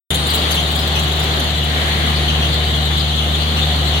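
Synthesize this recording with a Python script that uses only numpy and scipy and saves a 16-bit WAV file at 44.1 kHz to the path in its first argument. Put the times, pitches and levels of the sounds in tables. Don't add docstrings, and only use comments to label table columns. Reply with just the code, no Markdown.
import sys
import numpy as np
from scipy import signal
from scipy.fft import rfft, irfft, next_fast_len
from scipy.io import wavfile
from scipy.ndimage import uniform_filter1d, map_coordinates

SR = 44100
rng = np.random.default_rng(int(sys.argv[2]) if len(sys.argv) > 2 else 0)


def store_pcm(level_fs):
    pcm = np.round(np.clip(level_fs, -1, 1) * 32767).astype(np.int16)
    wavfile.write(sys.argv[1], SR, np.atleast_2d(pcm).T)


N = 176400
T = np.arange(N) / SR

# frequency in Hz, left-right correlation (1 is mono).
EAR_LIKENESS = [(60, 1), (200, 0.91), (400, .8), (750, 0.52), (1100, -0.12), (1500, -0.21), (2050, .12),
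                (2800, -0.072)]
NOTE_S, NOTE_VOICE = 0.0241, dict(bend=.15, rough=.035, rasp=.4)


def pump_hum():
    # frequency in Hz, level in dB before the fader, depth of the waver as a share.
    partials = [(74.9, -19.5, 0.051), (97.2, -46, 0.74), (112.5, -37.5, 0.19), (150.2, -26.5, 0.14),
                (167.3, -36, 0.1), (226.6, -38, 0.49), (329, -43.5, 0.59), (374.6, -47, 0.34),
                (596, -48.5, 0.6), (712.4, -40.5, 1.3), (756, -45.5, 0.79), (774, -47.5, 1.6),
                (830.4, -48.5, .6), (1058, -50, 1.4)]
    # time in seconds, gain on the whole hum in dB.
    fader = [(.1, -3), (.85, -1.5), (1.6, -1.3), (2.35, 1.2), (3.1, -0.5), (4, 0.9)]
    out = np.zeros((2, N))
    for hz, db, unsteady in partials:
        rate = 5 + hz / 55
        waver = unit(1 + unsteady * (wobble(rate) + 1j * wobble(rate)))
        phase = 2 * np.pi * (hz * T + rng.random())
        ear_shift = ear_angle(hz) * np.array([[1], [-1]])
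        out += amp(db) * np.sqrt(2) * np.real(waver * np.exp(1j * (phase + ear_shift)))
    return out * amp(curves(fader)[0]) * pan(left_db=0.5)


def fan_rush():
    # frequency in Hz, relative noise density in dB.
    spectrum = [(25, -19), (40, -11), (55, -7.5), (85, -10), (125, 1), (200, -0.5), (400, -3), (580, -4.5),
                (740, -2.5), (950, -7.5), (1220, -6), (1550, -8.5), (1950, -7), (2500, -10), (3500, -5),
                (4500, -11.5), (5300, -23.5), (6300, -20), (7400, -21.5), (8600, -33.5), (10300, -27.5),
                (12200, -27), (13600, -30), (15800, -31)]
    # time in seconds, level in dB that the rush drifts around.
    fader = [(.1, -22.5), (.75, -21), (1.2, -21.5), (2, -23), (2.6, -22), (3.1, -23.5), (4, -22)]
    return amp(curves(fader)[0] + 1.05 * wobble(4.45)) * rush(spectrum, patchy_db=0.78)


def near_bird():
    # start in seconds, pitch at the top of the arch in Hz, level in dB.
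    notes = [(.096, 3700, -19.5), (.140, 3720, -18), (.262, 3850, -23.5), (.297, 4250, -23.5),
             (.332, 3900, -22), (.342, 3850, -19.5), (.380, 4000, -35), (.500, 3750, -25),
             (.507, 3200, -19), (.538, 4050, -24.5), (.549, 3500, -27), (.588, 3550, -31),
             (.668, 3480, -30), (.706, 3950, -27), (.746, 3750, -24), (.785, 4080, -25.5),
             (.868, 4000, -29), (.948, 3020, -27), (.987, 3700, -25), (1.028, 3780, -31),
             (1.070, 3900, -34), (1.112, 3700, -28), (1.155, 3950, -34), (1.190, 3720, -25.5),
             (1.228, 4080, -26), (1.390, 3200, -28), (1.428, 3700, -28), (1.55, 3800, -35),
             (1.63, 3700, -30), (1.874, 3810, -32), (2.21, 3600, -37), (2.525, 3820, -29.5),
             (2.968, 3800, -29), (3.34, 3620, -31.5)]
    harmonics = [-1, -7.5, -9, -11]
    out = np.zeros(N)
    for s, hz, db in notes:
        add(out, s, amp(db) * chirp(NOTE_S, hz, hz, harmonics, **NOTE_VOICE))
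    return barn(out, early_db=18.5, tail_db=9.5, early_s=0.0044) * pan(left_db=2.5)


def clear_chirps():
    # start and length in seconds, start and end of the glide in Hz, level in dB.
    calls = [(0.283, 0.04, 4900, 4200, -30), (0.36, 0.04, 4900, 4250, -30.5),
             (0.512, 0.032, 4700, 4370, -29), (0.551, 0.066, 3200, 3090, -22.5),
             (0.751, 0.13, 4850, 4830, -38), (0.947, 0.057, 3008, 2930, -23),
             (1.21, 0.024, 5000, 4700, -37), (2.148, 0.039, 4700, 4340, -30.5),
             (2.272, 0.043, 3250, 2990, -20), (2.326, .04, 3300, 3110, -27),
             (2.416, 0.0556, 3100, 3200, -22), (2.517, .07, 4720, 3800, -29),
             (2.726, 0.048, 3500, 3180, -25), (2.959, 0.054, 3900, 3620, -26),
             (2.983, 0.035, 4900, 4000, -29), (3.17, 0.043, 3400, 3100, -23),
             (3.33, 0.037, 3500, 3620, -25.5), (3.388, 0.067, 3960, 4840, -32),
             (3.559, 0.044, 3100, 2800, -24), (3.61, 0.038, 3500, 3820, -23.5),
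             (3.854, .045, 3700, 4730, -27.5), (3.927, 0.063, 3100, 2960, -26)]
    harmonics = [2.5, -16, -27, -26]
    out = np.zeros(N)
    for s, length, start_hz, end_hz, db in calls:
        note = chirp(length, start_hz, end_hz, harmonics, bend=.09, rough=.055, rasp=.3)
        add(out, s, amp(db) * note)
    return barn(out, early_db=12.5, tail_db=7.5, early_s=.014) * pan(left_db=6.5)


def flock(perch_count=4, chirps_per_s=240, low_hz=3001, high_hz=4432):
    harmonics = [2, -19, -30, -35]
    perches = np.zeros((perch_count, N))
    draws = rng.random((int(chirps_per_s * N / SR), 5))
    for k, (when, long, pitch, glide, loud) in enumerate(draws):
        start = (k + 3 * (when - .5)) / chirps_per_s
        length = .05 * (.5 + long)
        hz = low_hz * (high_hz / low_hz) ** pitch
        slide = hz * 0.0498 * (2 * glide - 1)
        note = chirp(length, hz - slide, hz + slide, harmonics, bend=.11, rough=.035, rasp=.35)
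        add(perches[k % perch_count], start, amp(2 * (2 * loud - 1)) * note)
    chatter = sum(barn(perch, early_db=11, tail_db=16.5, early_s=0.019) for perch in perches)
    return amp(-24) * unit(chatter) * pan(left_db=5.0)


def swish():
    # frequency in Hz, relative noise density in dB.
    spectrum = [(900, -32), (1500, -5), (1850, 1.5), (2150, -0.5), (2600, -11), (3600, -30)]
    # time in seconds, level in dB.
    fader = [(1.55, -51), (1.78, -26.5), (2.08, -27.5), (2.25, -36.5), (2.7, -36), (2.9, -59)]
    return amp(curves(fader)[0]) * rush(spectrum, patchy_db=-0.5)


def shaft_squeak(turns_per_s=24):
    # time in seconds, level in dB, centre pitch in Hz, warble depth in Hz.
    automation = [(.1, -34, 9100, 190), (.25, -37, 8970, 130), (.4, -41.5, 9050, 100),
                  (.75, -44.5, 9150, 90), (1.05, -50.5, 9030, 80), (1.55, -50, 9180, 120),
                  (1.95, -43.5, 9140, 230), (2.5, -48, 9050, 230), (3.0, -51, 9050, 80.5),
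                  (3.25, -49, 9100, 70), (4, -48, 9070, 70)]
    level_db, centre_hz, depth_hz = curves(automation)
    turn = 2 * np.pi * np.cumsum(turns_per_s + 1.22 * wobble(7.2)) / SR
    ragged_hz = 95 * wobble(900) + 60 * wobble(50)
    hz = centre_hz + depth_hz * np.sin(turn) + ragged_hz
    tone = np.sin(2 * np.pi * np.cumsum(hz) / SR)
    strength = amp(-1.5 * np.cos(2 * turn) + 1.8 * wobble(90))
    squeak = amp(level_db) * unit(tone * strength)
    return barn(squeak, early_db=-11, tail_db=-1, early_s=.003) * pan(left_db=-0.5)


def stray_notes(notes_per_s=22, centre_hz=3636):
    harmonics = [1, -9.5, -12.5, -16]
    out = np.zeros(N)
    for when, pitch, loud in rng.random((int(notes_per_s * N / SR), 3)):
        hz = centre_hz * (1 + .3 * (pitch - .5))
        gain = amp(-34.5 + 2.7 * (loud + 0.5))
        add(out, when * N / SR, gain * chirp(NOTE_S, hz, hz, harmonics, **NOTE_VOICE))
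    return barn(out, early_db=11, tail_db=9, early_s=.009) * pan(left_db=-1.0)


def fan_drone():
    # frequency in Hz, relative noise density in dB.
    spectrum = [(500, -25), (660, -2), (715, 3), (775, 3.5), (900, -11), (1050, -16), (1200, 0),
                (1600, -25)]
    # time in seconds, level in dB.
    fader = [(.1, -49), (.45, -51), (.7, -32), (1.0, -45), (1.3, -58), (2.8, -48), (3.3, -34), (4, -41)]
    return amp(curves(fader)[0]) * rush(spectrum, patchy_db=1.5)


def chirp(length, start_hz, end_hz, harmonics_db, bend, rough, rasp):
    progress = np.linspace(0, 1, int(max(length, .005) * SR))
    glide_hz = start_hz + (end_hz - start_hz) * progress
    arch = 1 - bend * (2 * progress - 1) ** 2
    hz = glide_hz * (arch + rough * wobble(900, len(progress)))
    phase = 2 * np.pi * np.cumsum(hz) / SR
    flutter = unit(np.exp(rasp * wobble(500, len(progress))))
    envelope = np.sin(np.pi * progress ** 0.72)
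    tone = sum(amp(db) * np.sin(k * phase) for k, db in enumerate(harmonics_db, 1))
    return np.sqrt(2) * flutter * envelope * tone


def rush(spectrum, patchy_db):
    # frequency in Hz, left over right in dB.
    balance = [(100, 2), (500, 1), (1200, 2.5), (2400, 5.5), (4500, 0.5), (8000, -2), (15000, 2)]
    cells = signal.stft(rng.standard_normal((2, N)), nperseg=512)[2]
    patches = uniform_filter1d(rng.standard_normal(cells.shape[1:]), size=6, axis=0)
    patches = uniform_filter1d(patches, size=16, axis=1)
    noise = signal.istft(cells * amp(patchy_db * unit(patches)), nperseg=512)[1][:, :N]
    width = lambda hz: [np.cos(ear_angle(hz)), np.sin(ear_angle(hz))]
    mid, side = filtered(noise, lambda hz: amp(along(spectrum, hz)) * width(hz))
    ears = np.array([mid + side, mid - side])
    return unit(filtered(ears, lambda hz: pan(along(balance, hz))))


def barn(x, early_db, tail_db, early_s):
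    # frequency in Hz, seconds for the tail to fall 60 dB.
    decay_times = [(500, 1), (3500, 0.29), (8000, 0.25), (15000, 0.26)]
    hz, t, cells = signal.stft(rng.standard_normal((2, SR // 2)), SR, nperseg=256)
    decay = amp(-60 * t / along(decay_times, hz)[:, None])
    tail = signal.istft(cells * decay, SR, nperseg=256)[1]
    early = rng.standard_normal(tail.shape) * np.exp(-np.arange(tail.shape[1]) / SR / early_s)
    impulse = amp(tail_db) * tail / np.linalg.norm(tail[0])
    impulse += amp(early_db) * early / np.linalg.norm(early[0])
    impulse[:, 0] += 1
    ears = signal.fftconvolve(x[None], impulse, axes=1)[:, :N]
    return ears * x.std() / ears.std(axis=1, keepdims=True)


def ear_angle(hz):
    return np.arccos(np.clip(along(EAR_LIKENESS, hz), -1, 1)) / 2


def amp(db):
    return 10 ** (np.asarray(db) / 20)


def unit(x):
    return x / np.sqrt(np.mean(np.abs(x) ** 2) + 1e-20)


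def along(points, hz):
    knots_hz, values = np.transpose(points)
    return np.interp(np.log(hz + 1), np.log(knots_hz + 1), values)


def curves(rows):
    times, *columns = np.transpose(rows)
    return [np.interp(T, times, column) for column in columns]


def wobble(rate, size=N):
    knots = rng.standard_normal(int(size * rate / SR) + 4)
    return map_coordinates(knots, [np.arange(size) * rate / SR])


def filtered(x, response):
    size = next_fast_len(N + SR // 2)
    return irfft(rfft(x, size) * response(np.fft.rfftfreq(size, 1 / SR)), size)[..., :N]


def pan(left_db):
    return amp(np.array([[.5], [-.5]]) * left_db)


def add(track, s, sound):
    i = int(np.clip(s * SR, 0, N))
    track[i:i + len(sound)] += sound[:N - i]


def scene():
    bed = pump_hum() + fan_rush() + fan_drone() + swish() + shaft_squeak()
    return bed + near_bird() + stray_notes() + clear_chirps() + flock()


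def record(dry, start_s=.105, top_hz=15900):
    return filtered(dry * (T >= start_s), lambda hz: hz < top_hz)


dry = scene()
out = record(dry)
store_pcm(out)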